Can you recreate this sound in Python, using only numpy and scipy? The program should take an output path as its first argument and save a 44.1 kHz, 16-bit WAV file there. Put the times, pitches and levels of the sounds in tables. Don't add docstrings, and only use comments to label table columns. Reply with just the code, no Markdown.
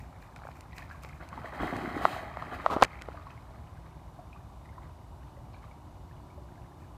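import sys
import numpy as np
from scipy import signal
from scipy.fft import rfft, irfft
from scipy.io import wavfile

SR = 44100
rng = np.random.default_rng(int(sys.argv[2]) if len(sys.argv) > 2 else 0)


def dump_mix(stems):
    frames = np.atleast_2d(stems).T
    limited = np.clip(frames, -1, 1)
    pcm = np.round(limited * 32767).astype(np.int16)
    wavfile.write(sys.argv[1], SR, pcm)


N = 307356
TIME = np.arange(N) / SR

# frequency in Hz, relative level in dB.
WIND_SPECTRUM = [(12, -69), (20, -34), (42, -8.5), (64, -0.5), (82, -4), (129, -8), (167, -11),
                 (199, -23.5), (260, -23), (340, -36), (570, -120)]
HUM_SPECTRUM = [(140, -5), (205, 3), (340, -0.5), (450, -5), (700, 1.5), (1000, 1.5), (1300, -8.5),
                (1750, -18), (2500, -21.5), (2900, -23.5), (3800, -21.5), (5400, -26), (13700, -31),
                (15500, -40)]
ENGINE_SPECTRUM = [(100, -74), (230, -7), (255, -11), (275, -23), (300, 5.5), (320, -16), (348, -0.5),
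                   (385, -8.5), (600, -79)]
# time in seconds, level in dB.
ENGINE_LEVEL = [(0, -69.5), (4.5, -66.5), (5.7, -67.5), (6.3, -60.5), (6.97, -62)]
# frequency in Hz, level in dB.
WHINE_TONES = [(2918, -83), (3639, -85.5), (4387, -98), (5114, -94), (5835, -90.5), (6557, -93),
               (7305, -93), (8032, -91)]

# frequency in Hz, relative level in dB.
GRASS_SPECTRUM = [(1200, -27), (2400, 20.5), (3300, -12), (5000, 1), (7500, 1.5), (10500, -8), (13500, -1),
                  (15500, -5)]
RUB_SPECTRUM = [(70, -14), (200, -6.5), (440, 3), (760, 0.5), (1250, 4), (1750, -15), (3300, -19),
                (5000, -26.5), (8000, -34.5), (13500, -39), (15500, -50)]
CLICK_SPECTRUM = [(200, -1), (500, -0.5), (900, -5.5), (1850, 5), (2450, 5.5), (3400, -7.5), (4350, -2),
                  (5400, -7.5), (7800, -9), (8800, -15.5), (10300, -15.5), (11600, -23), (13300, -21),
                  (15500, -32)]
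# start in seconds, level in dB.
GRASS_BRUSHES = [(-.03, -61), (.2, -63.5), (.44, -63.5), (.54, -63.5), (.745, -55), (.81, -69), (.90, -62),
                 (1.01, -58), (1.12, -66.5), (1.25, -73), (6.785, -68)]
# start in seconds, hold in seconds, level in dB.
HAND_SLIPS = [(2.638, .2, -41.5), (2.698, .033, -30.5), (2.809, 0.0061, -29)]
# start in seconds, level in dB, tilt in dB per octave.
CASE_CLICKS = [(0.362, -34, -0.5), (0.6084, -35.5, 5.5), (0.7823, -27.5, -.4), (1.035, -36, 6),
               (1.0477, -31.5, -6.8), (1.09, -41, 1), (1.2893, -36, 3.5), (1.7662, -32, 4),
               (2.6603, -38, 2), (2.8015, -40, 1), (2.8378, -13, -0.5), (2.8237, -8, -2.5), (2.828, -9, -6),
               (2.8352, -13.5, 3),  (2.8461, -16.5, -3), (2.8495, -17.5, -2), (3.015, -34.5, -4),
               (3.0208, -25.5, -1.2)]
# frequency in Hz, relative level in dB, t60 in seconds.
CASE_MODES = [(658, -5.5, 0.012), (1110, 0, 0.0046), (1337, -6, 0.0083), (1920, -25, 0.013),
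              (3070, -24, 0.0016), (4250, -31, 0.0021)]
# start in seconds, peak in dB, pitch factor, ring time factor,
# hardness in dB per octave.
FINGER_KNOCKS = [(.4190, -36.5, 1.37, 1, -8), (0.435, -36.5, 1.14, 1.4, 3.5), (0.452, -33, 0.89, 1.1, -2),
                 (0.4702, -32.5, 1.2, 1.6, 2), (.4880, -31, 1.1, 1.4, -10), (2.0526, -3, 1.02, 1.17, 3.5),
                 (2.3708, -22, 0.98, 0.88, 3), (2.423, -24.5, 0.96, 3.3, 6), (2.6621, -6, 0.98, 1.57, 3),
                 (2.764, -16, 0.46, 0.93, 3.5), (2.769, -17.5, 0.96, 1.7, 0), (2.784, -25, 0.97, 0.85, -1),
                 (2.8236, -1.5, 0.95, 0.68, 5), (2.8273, -1, 0.85, 1.16, 8.5), (3.086, -25, 0.72, 0.87, 2)]
# centre in Hz, half width in Hz, gain in dB.
PORT_DIPS = [(472, 106, -4), (967, 82, -5), (1454, 92, -1), (2380, 150, -3), (2800, 150, -8),
             (3507, 115, -15.5), (4700, 76, -6), (5570, 160, -12)]

# frequency in Hz, relative level in dB.
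DRIP_SPECTRUM = [(1500, -1), (2250, -12), (2750, -8.5)]
RIPPLE_SPECTRUM = [(500, -1), (700, 4), (1200, 9.5), (1700, 1.5), (2300, 4.5), (2900, -21), (3900, -8),
                   (5500, -20)]
SPRAY_SPECTRUM = [(1200, -51), (2400, 11.5), (3100, 6.5), (4000, 3.5), (5100, -5), (6000, -8.5), (8000, -9),
                  (11000, -13.5), (13500, -12), (15500, -15)]
CHURN_SPECTRUM = [(400, -8), (540, 0), (720, 4.5), (950, 2), (1150, 3), (1500, -5), (1900, 0), (2150, -15),
                  (2500, -29), (3000, -14)]
GULP_SPECTRUM = [(50, -21), (120, -4), (220, -5.5), (320, -3), (450, -15)]
# start in seconds, starting pitch in Hz, relative level in dB.
PLOP_BUBBLES = [(.730, 1920, -45), (.821, 1750, -40), (.911, 1610, -38), (.944, 1086, -43.5),
                (1.224, 700, -40), (1.328, 1086, -34.5), (1.376, 864, -31.5), (1.444, 640, -32),
                (1.457, 1850, -34.5), (1.599, 820, -36), (1.604, 270, -17), (1.610, 67, -16),
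                (1.632, 727, -21), (1.7245, 230, -23), (1.725, 690, -29.5), (1.846, 288, -26),
                (1.874, 225, -23), (1.887, 700, -31), (1.964, 295, -22), (2.011, 670, -29),
                (2.164, 693, -29.5), (2.2305, 627, -30.5), (2.599, 1185, -33), (2.931, 2040, -43.5),
                (3.143, 650, -38.5), (3.174, 1167, -39), (3.268, 1080, -39), (3.376, 2100, -50),
                (3.506, 637, -45), (4.188, 692, -38.5), (4.329, 2430, -47), (4.361, 1120, -45.5),
                (4.690, 2060, -51.5), (4.780, 1010, -40), (5.366, 1930, -57), (5.372, 554, -47),
                (5.544, 2270, -50.5), (5.640, 1150, -46), (5.712, 2200, -52), (6.302, 2240, -55),
                (6.378, 563, -41), (6.577, 1620, -54.5)]
# start in seconds, relative level in dB.
PAW_STROKES = [(-.02, -56), (.205, -58.5), (.355, -49), (.43, -56), (.50, -56), (.71, -50.5), (.77, -46),
               (.81, -55), (.885, -50), (1.02, -47.5), (1.085, -51), (1.205, -54), (2.925, -53),
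               (3.14, -54), (3.29, -52), (3.85, -56), (4.64, -58), (4.81, -54.5), (5.255, -62),
               (5.525, -54.5), (5.615, -53), (6.27, -65), (6.78, -66)]
# start in seconds, strength in dB,
# offset of the gulp in dB, settling time in seconds.
DOG_LUNGES = [(1.199, -48.5, 0.5, .04), (1.313, -48.5, 4, 0.055), (1.365, -49.5, 2, 0.073),
              (1.433, -43, -14, 0.042), (1.517, -42.5, -5, 0.13), (1.59, -36.5, 5.5, 0.084),
              (1.635, -38.5, -10, .09), (1.725, -39.5, 1, 0.3), (1.79, -45.5, -3, 0.22),
              (1.935, -39, 2, 0.077), (2.361, -46.5, -3.5, 0.41), (2.51, -38, -7, 0.036),
              (2.585, -46, -1, 0.032)]

LUNGE_RISE_S = 0.0087
SHOWER_START_S, SHOWER_RISE_S = 1.997, 0.031


def gain_of(db):
    return 10 ** (np.asarray(db) / 20)


def unit_rms(x):
    return x / np.sqrt(np.mean(x ** 2) + 1e-20)


def db_at(spectrum, hz):
    row_hz, db = np.transpose(spectrum)
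    return np.interp(np.log(hz + 1), np.log(row_hz + 1), db)


def add(mix, start, sound):
    part = mix[max(round(start * SR), 0):][:len(sound)]
    part += sound[:len(part)]


def swell(start, db, rise_s, fall_s, hold_s=0):
    age = TIME - start
    release = np.exp(-np.clip((age - rise_s - hold_s) / fall_s, 0, 20))
    return gain_of(db) * np.clip(age / rise_s, 0, 1) * release


def power_sum(envelopes):
    return np.sqrt(sum(one ** 2 for one in envelopes))


def colour(x, spectrum, tilt_db=0, size=2048):
    hz = abs(np.fft.fftfreq(size, 1 / SR))
    log_gain = np.log(gain_of(db_at(spectrum, hz) + tilt_db * np.log2(np.maximum(hz, 500) / 2000)))
    taps = np.fft.ifft(np.exp(np.conj(signal.hilbert(log_gain)))).real
    return signal.fftconvolve(x, taps[:size // 2])[:len(x)]


def noise(spectrum):
    hz = np.fft.rfftfreq(N, 1 / SR)
    return unit_rms(irfft(rfft(rng.standard_normal(N)) * gain_of(db_at(spectrum, hz)), N))


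def drift(rate_hz):
    hz = np.fft.rfftfreq(N, 1 / SR)
    return unit_rms(irfft(rfft(rng.standard_normal(N)) / (1 + (hz / rate_hz) ** 4), N))


def impacts(per_s, spread_db):
    size = gain_of(spread_db * np.minimum(rng.exponential(1, N), 3.5))
    return size * rng.choice([-1, 1], N) * (rng.random(N) < per_s / SR)


def patter(spectrum, per_s, spread_db):
    return unit_rms(colour(impacts(per_s, spread_db), spectrum))


def distant_hum():
    return gain_of(-55.5) * noise(HUM_SPECTRUM) * gain_of(0.1 * drift(rate_hz=7))


def far_engine():
    return gain_of(np.interp(TIME, *np.transpose(ENGINE_LEVEL))) * noise(ENGINE_SPECTRUM)


def wind():
    eddies = gain_of(0.8 * drift(rate_hz=10))
    return gain_of(-48.5) * unit_rms(noise(WIND_SPECTRUM) * eddies)


def whine():
    return sum(np.sqrt(2) * gain_of(db) * np.sin(2 * np.pi * (hz * TIME + rng.random()))
               for hz, db in WHINE_TONES)


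def grass():
    bending = power_sum(swell(start, db, rise_s=0.025, fall_s=0.048) for start, db in GRASS_BRUSHES)
    return bending * patter(GRASS_SPECTRUM, per_s=2700, spread_db=4.5)


def hand_rub():
    pressure = power_sum(swell(start, db, rise_s=0.0077, fall_s=0.013, hold_s=hold)
                         for start, hold, db in HAND_SLIPS)
    return pressure * patter(RUB_SPECTRUM, per_s=4000, spread_db=1)


def case_clicks(rattle_db=-3, rattle_s=0.00091):
    out, t = np.zeros(N), np.arange(SR // 40) / SR
    for start, db, tilt_db in CASE_CLICKS:
        snap = colour(1.0 * (t == 0), CLICK_SPECTRUM, tilt_db)
        burst = rng.standard_normal(len(t)) * np.exp(-t / rattle_s) * (t > rattle_s / 2)
        rattle = colour(burst, CLICK_SPECTRUM, tilt_db)
        rattle *= gain_of(rattle_db) * np.linalg.norm(snap) / np.linalg.norm(rattle)
        add(out, start, gain_of(db) * (snap + rattle) / abs(snap).max())
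    return out


def finger_knocks():
    out, t = np.zeros(N), np.arange(SR // 20) / SR
    for start, db, pitch, ring, hardness in FINGER_KNOCKS:
        modes = np.zeros(len(t))
        for k, (hz, mode_db, t60) in enumerate(CASE_MODES):
            envelope = gain_of(mode_db + hardness * np.log2(hz / 1000) - 60 * t / (t60 * ring))
            modes += (-1) ** k * envelope * np.sin(2 * np.pi * hz * pitch * t)
        add(out, start, gain_of(db) * modes / abs(modes).max())
    return out


def microphone_port(x):
    hz = np.fft.rfftfreq(N, 1 / SR)
    dips_db = sum(db * np.exp(-((hz - centre) / width) ** 2) for centre, width, db in PORT_DIPS)
    return irfft(rfft(x) * gain_of(dips_db), N)


def banks(x, t60=0.44, wet_db=-14):
    t = np.arange(SR // 2) / SR
    echoes = rng.standard_normal(len(t)) * (rng.random(len(t)) < 0.05) * (t > 0.004)
    tail = signal.lfilter(*signal.butter(1, 3000, fs=SR), echoes * gain_of(-60 * t / t60))
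    return x + gain_of(wet_db) * signal.fftconvolve(x, tail / np.linalg.norm(tail))[:N]


def bubble(hz, t60, climb):
    t = np.arange(int(t60 * SR) + 2) / SR
    onset = 1 - np.exp(-(1.5 * hz * t) ** 2)
    return np.sin(2 * np.pi * hz * (t + climb * t * t / t60)) * gain_of(-60 * t / t60) * onset


def bubble_cloud(spectrum, per_s, spread_db, cycles, sizes=36):
    out = np.zeros(N)
    for hz in np.geomspace(spectrum[0][0], spectrum[-1][0], sizes):
        births = impacts(per_s / sizes, spread_db)
        stream = signal.oaconvolve(births, bubble(hz, cycles / hz, climb=0.21))[:N]
        out += gain_of(db_at(spectrum, hz)) * np.sqrt(hz) * unit_rms(stream)
    return unit_rms(out)


def drips():
    return gain_of(-75) * bubble_cloud(DRIP_SPECTRUM, per_s=24, spread_db=2.5, cycles=60, sizes=12)


def paddling(trickle_db=-1.5, flick_db=-15, fizz_db=-17):
    trickle = bubble_cloud(RIPPLE_SPECTRUM, per_s=650, spread_db=3.6, cycles=24)
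    droplets = patter(SPRAY_SPECTRUM, per_s=2500, spread_db=8.5)
    strokes = power_sum(swell(start, db, rise_s=0.015, fall_s=0.032) for start, db in PAW_STROKES)
    wake = swell(start=0.86, db=-54.5, rise_s=0.77, fall_s=0.53, hold_s=1.37)
    ripple = gain_of(np.where(TIME < SHOWER_START_S, -62.5, -75))
    trickle_level = gain_of(trickle_db) * power_sum([strokes, wake, ripple])
    droplet_level = power_sum([gain_of(flick_db) * strokes, gain_of(fizz_db) * wake])
    return trickle_level * trickle + droplet_level * droplets


def plops(stir, slap_db=-12, slap_s=0.0021, ring_db=2, shed_db=-12, foam_db=-41.5):
    out, t = np.zeros(N), np.arange(SR // 30) / SR
    for start, hz, db in PLOP_BUBBLES:
        damping = 1 + np.interp(start, TIME, stir) / gain_of(foam_db)
        t60 = 0.05 * (1000 / hz) ** 0.4 / damping
        messy_db = db - 4 * max(np.log2(hz / 900), 0)
        band = signal.butter(3, [hz * 0.65, hz * 1.5], "bandpass", fs=SR)
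        slosh = unit_rms(signal.lfilter(*band, rng.standard_normal(len(t))))
        add(out, start, gain_of(messy_db + slap_db) * slosh * t / slap_s * np.exp(1 - t / slap_s))
        ring = bubble(hz, t60, climb=0.099)
        fade_in = np.minimum(np.arange(len(ring)) / (0.033 * len(ring)), 1)
        add(out, start, gain_of(db + ring_db) * ring * fade_in)
        for lag, detune in rng.random((4, 2)):
            shed = bubble(hz * 2 ** (0.2 * (2 * detune - 0.9)), t60 / 2, climb=0.16)
            add(out, start + 0.026 * lag, gain_of(messy_db + shed_db) * shed)
    return out


def churning():
    lunges = [swell(start, db, LUNGE_RISE_S, settle) for start, db, _, settle in DOG_LUNGES]
    shower = swell(SHOWER_START_S, db=-37.5, rise_s=SHOWER_RISE_S, fall_s=0.19)
    return power_sum(lunges + [shower])


def leap(stir, stirred_gulp_db=-11, thrown_db=-15.5):
    gulps = [swell(start, db + gulp_db, LUNGE_RISE_S, fall_s=0.77 * settle)
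             for start, db, gulp_db, settle in DOG_LUNGES]
    thrown = [swell(start, db + thrown_db, rise_s=0.036, fall_s=settle)
              for start, db, _, settle in DOG_LUNGES]
    shower = swell(SHOWER_START_S, db=-49.5, rise_s=SHOWER_RISE_S, fall_s=0.07, hold_s=0.12)
    churn = stir * bubble_cloud(CHURN_SPECTRUM, per_s=2400, spread_db=2.5, cycles=23.7)
    pockets = bubble_cloud(GULP_SPECTRUM, per_s=340, spread_db=2.5, cycles=8.4, sizes=14)
    plunge = power_sum(gulps + [gain_of(stirred_gulp_db) * stir]) * pockets
    spray = power_sum(thrown + [shower]) * patter(SPRAY_SPECTRUM, per_s=5000, spread_db=2.5)
    return gain_of(1) * churn + gain_of(-0.5) * plunge + gain_of(1.45) * spray


def scene():
    stir = churning()
    splashing = microphone_port(leap(stir) + paddling() + drips())
    river = banks(splashing + plops(stir))
    close = grass() + finger_knocks() + case_clicks() + hand_rub() + wind()
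    background = distant_hum() + far_engine() + whine()
    return (river + close + background)[None]


def record(dry, bass_cut_hz=39, overload=0.93, band_limit_hz=15550):
    cut = signal.lfilter(*signal.butter(3, bass_cut_hz, "highpass", fs=SR), dry)
    held = np.clip(cut, -overload, overload)
    lowpass = signal.firwin(511, band_limit_hz, window=("kaiser", 9), fs=SR)
    return signal.oaconvolve(held, lowpass[None], "same")


dry = scene()
out = record(dry)
dump_mix(out)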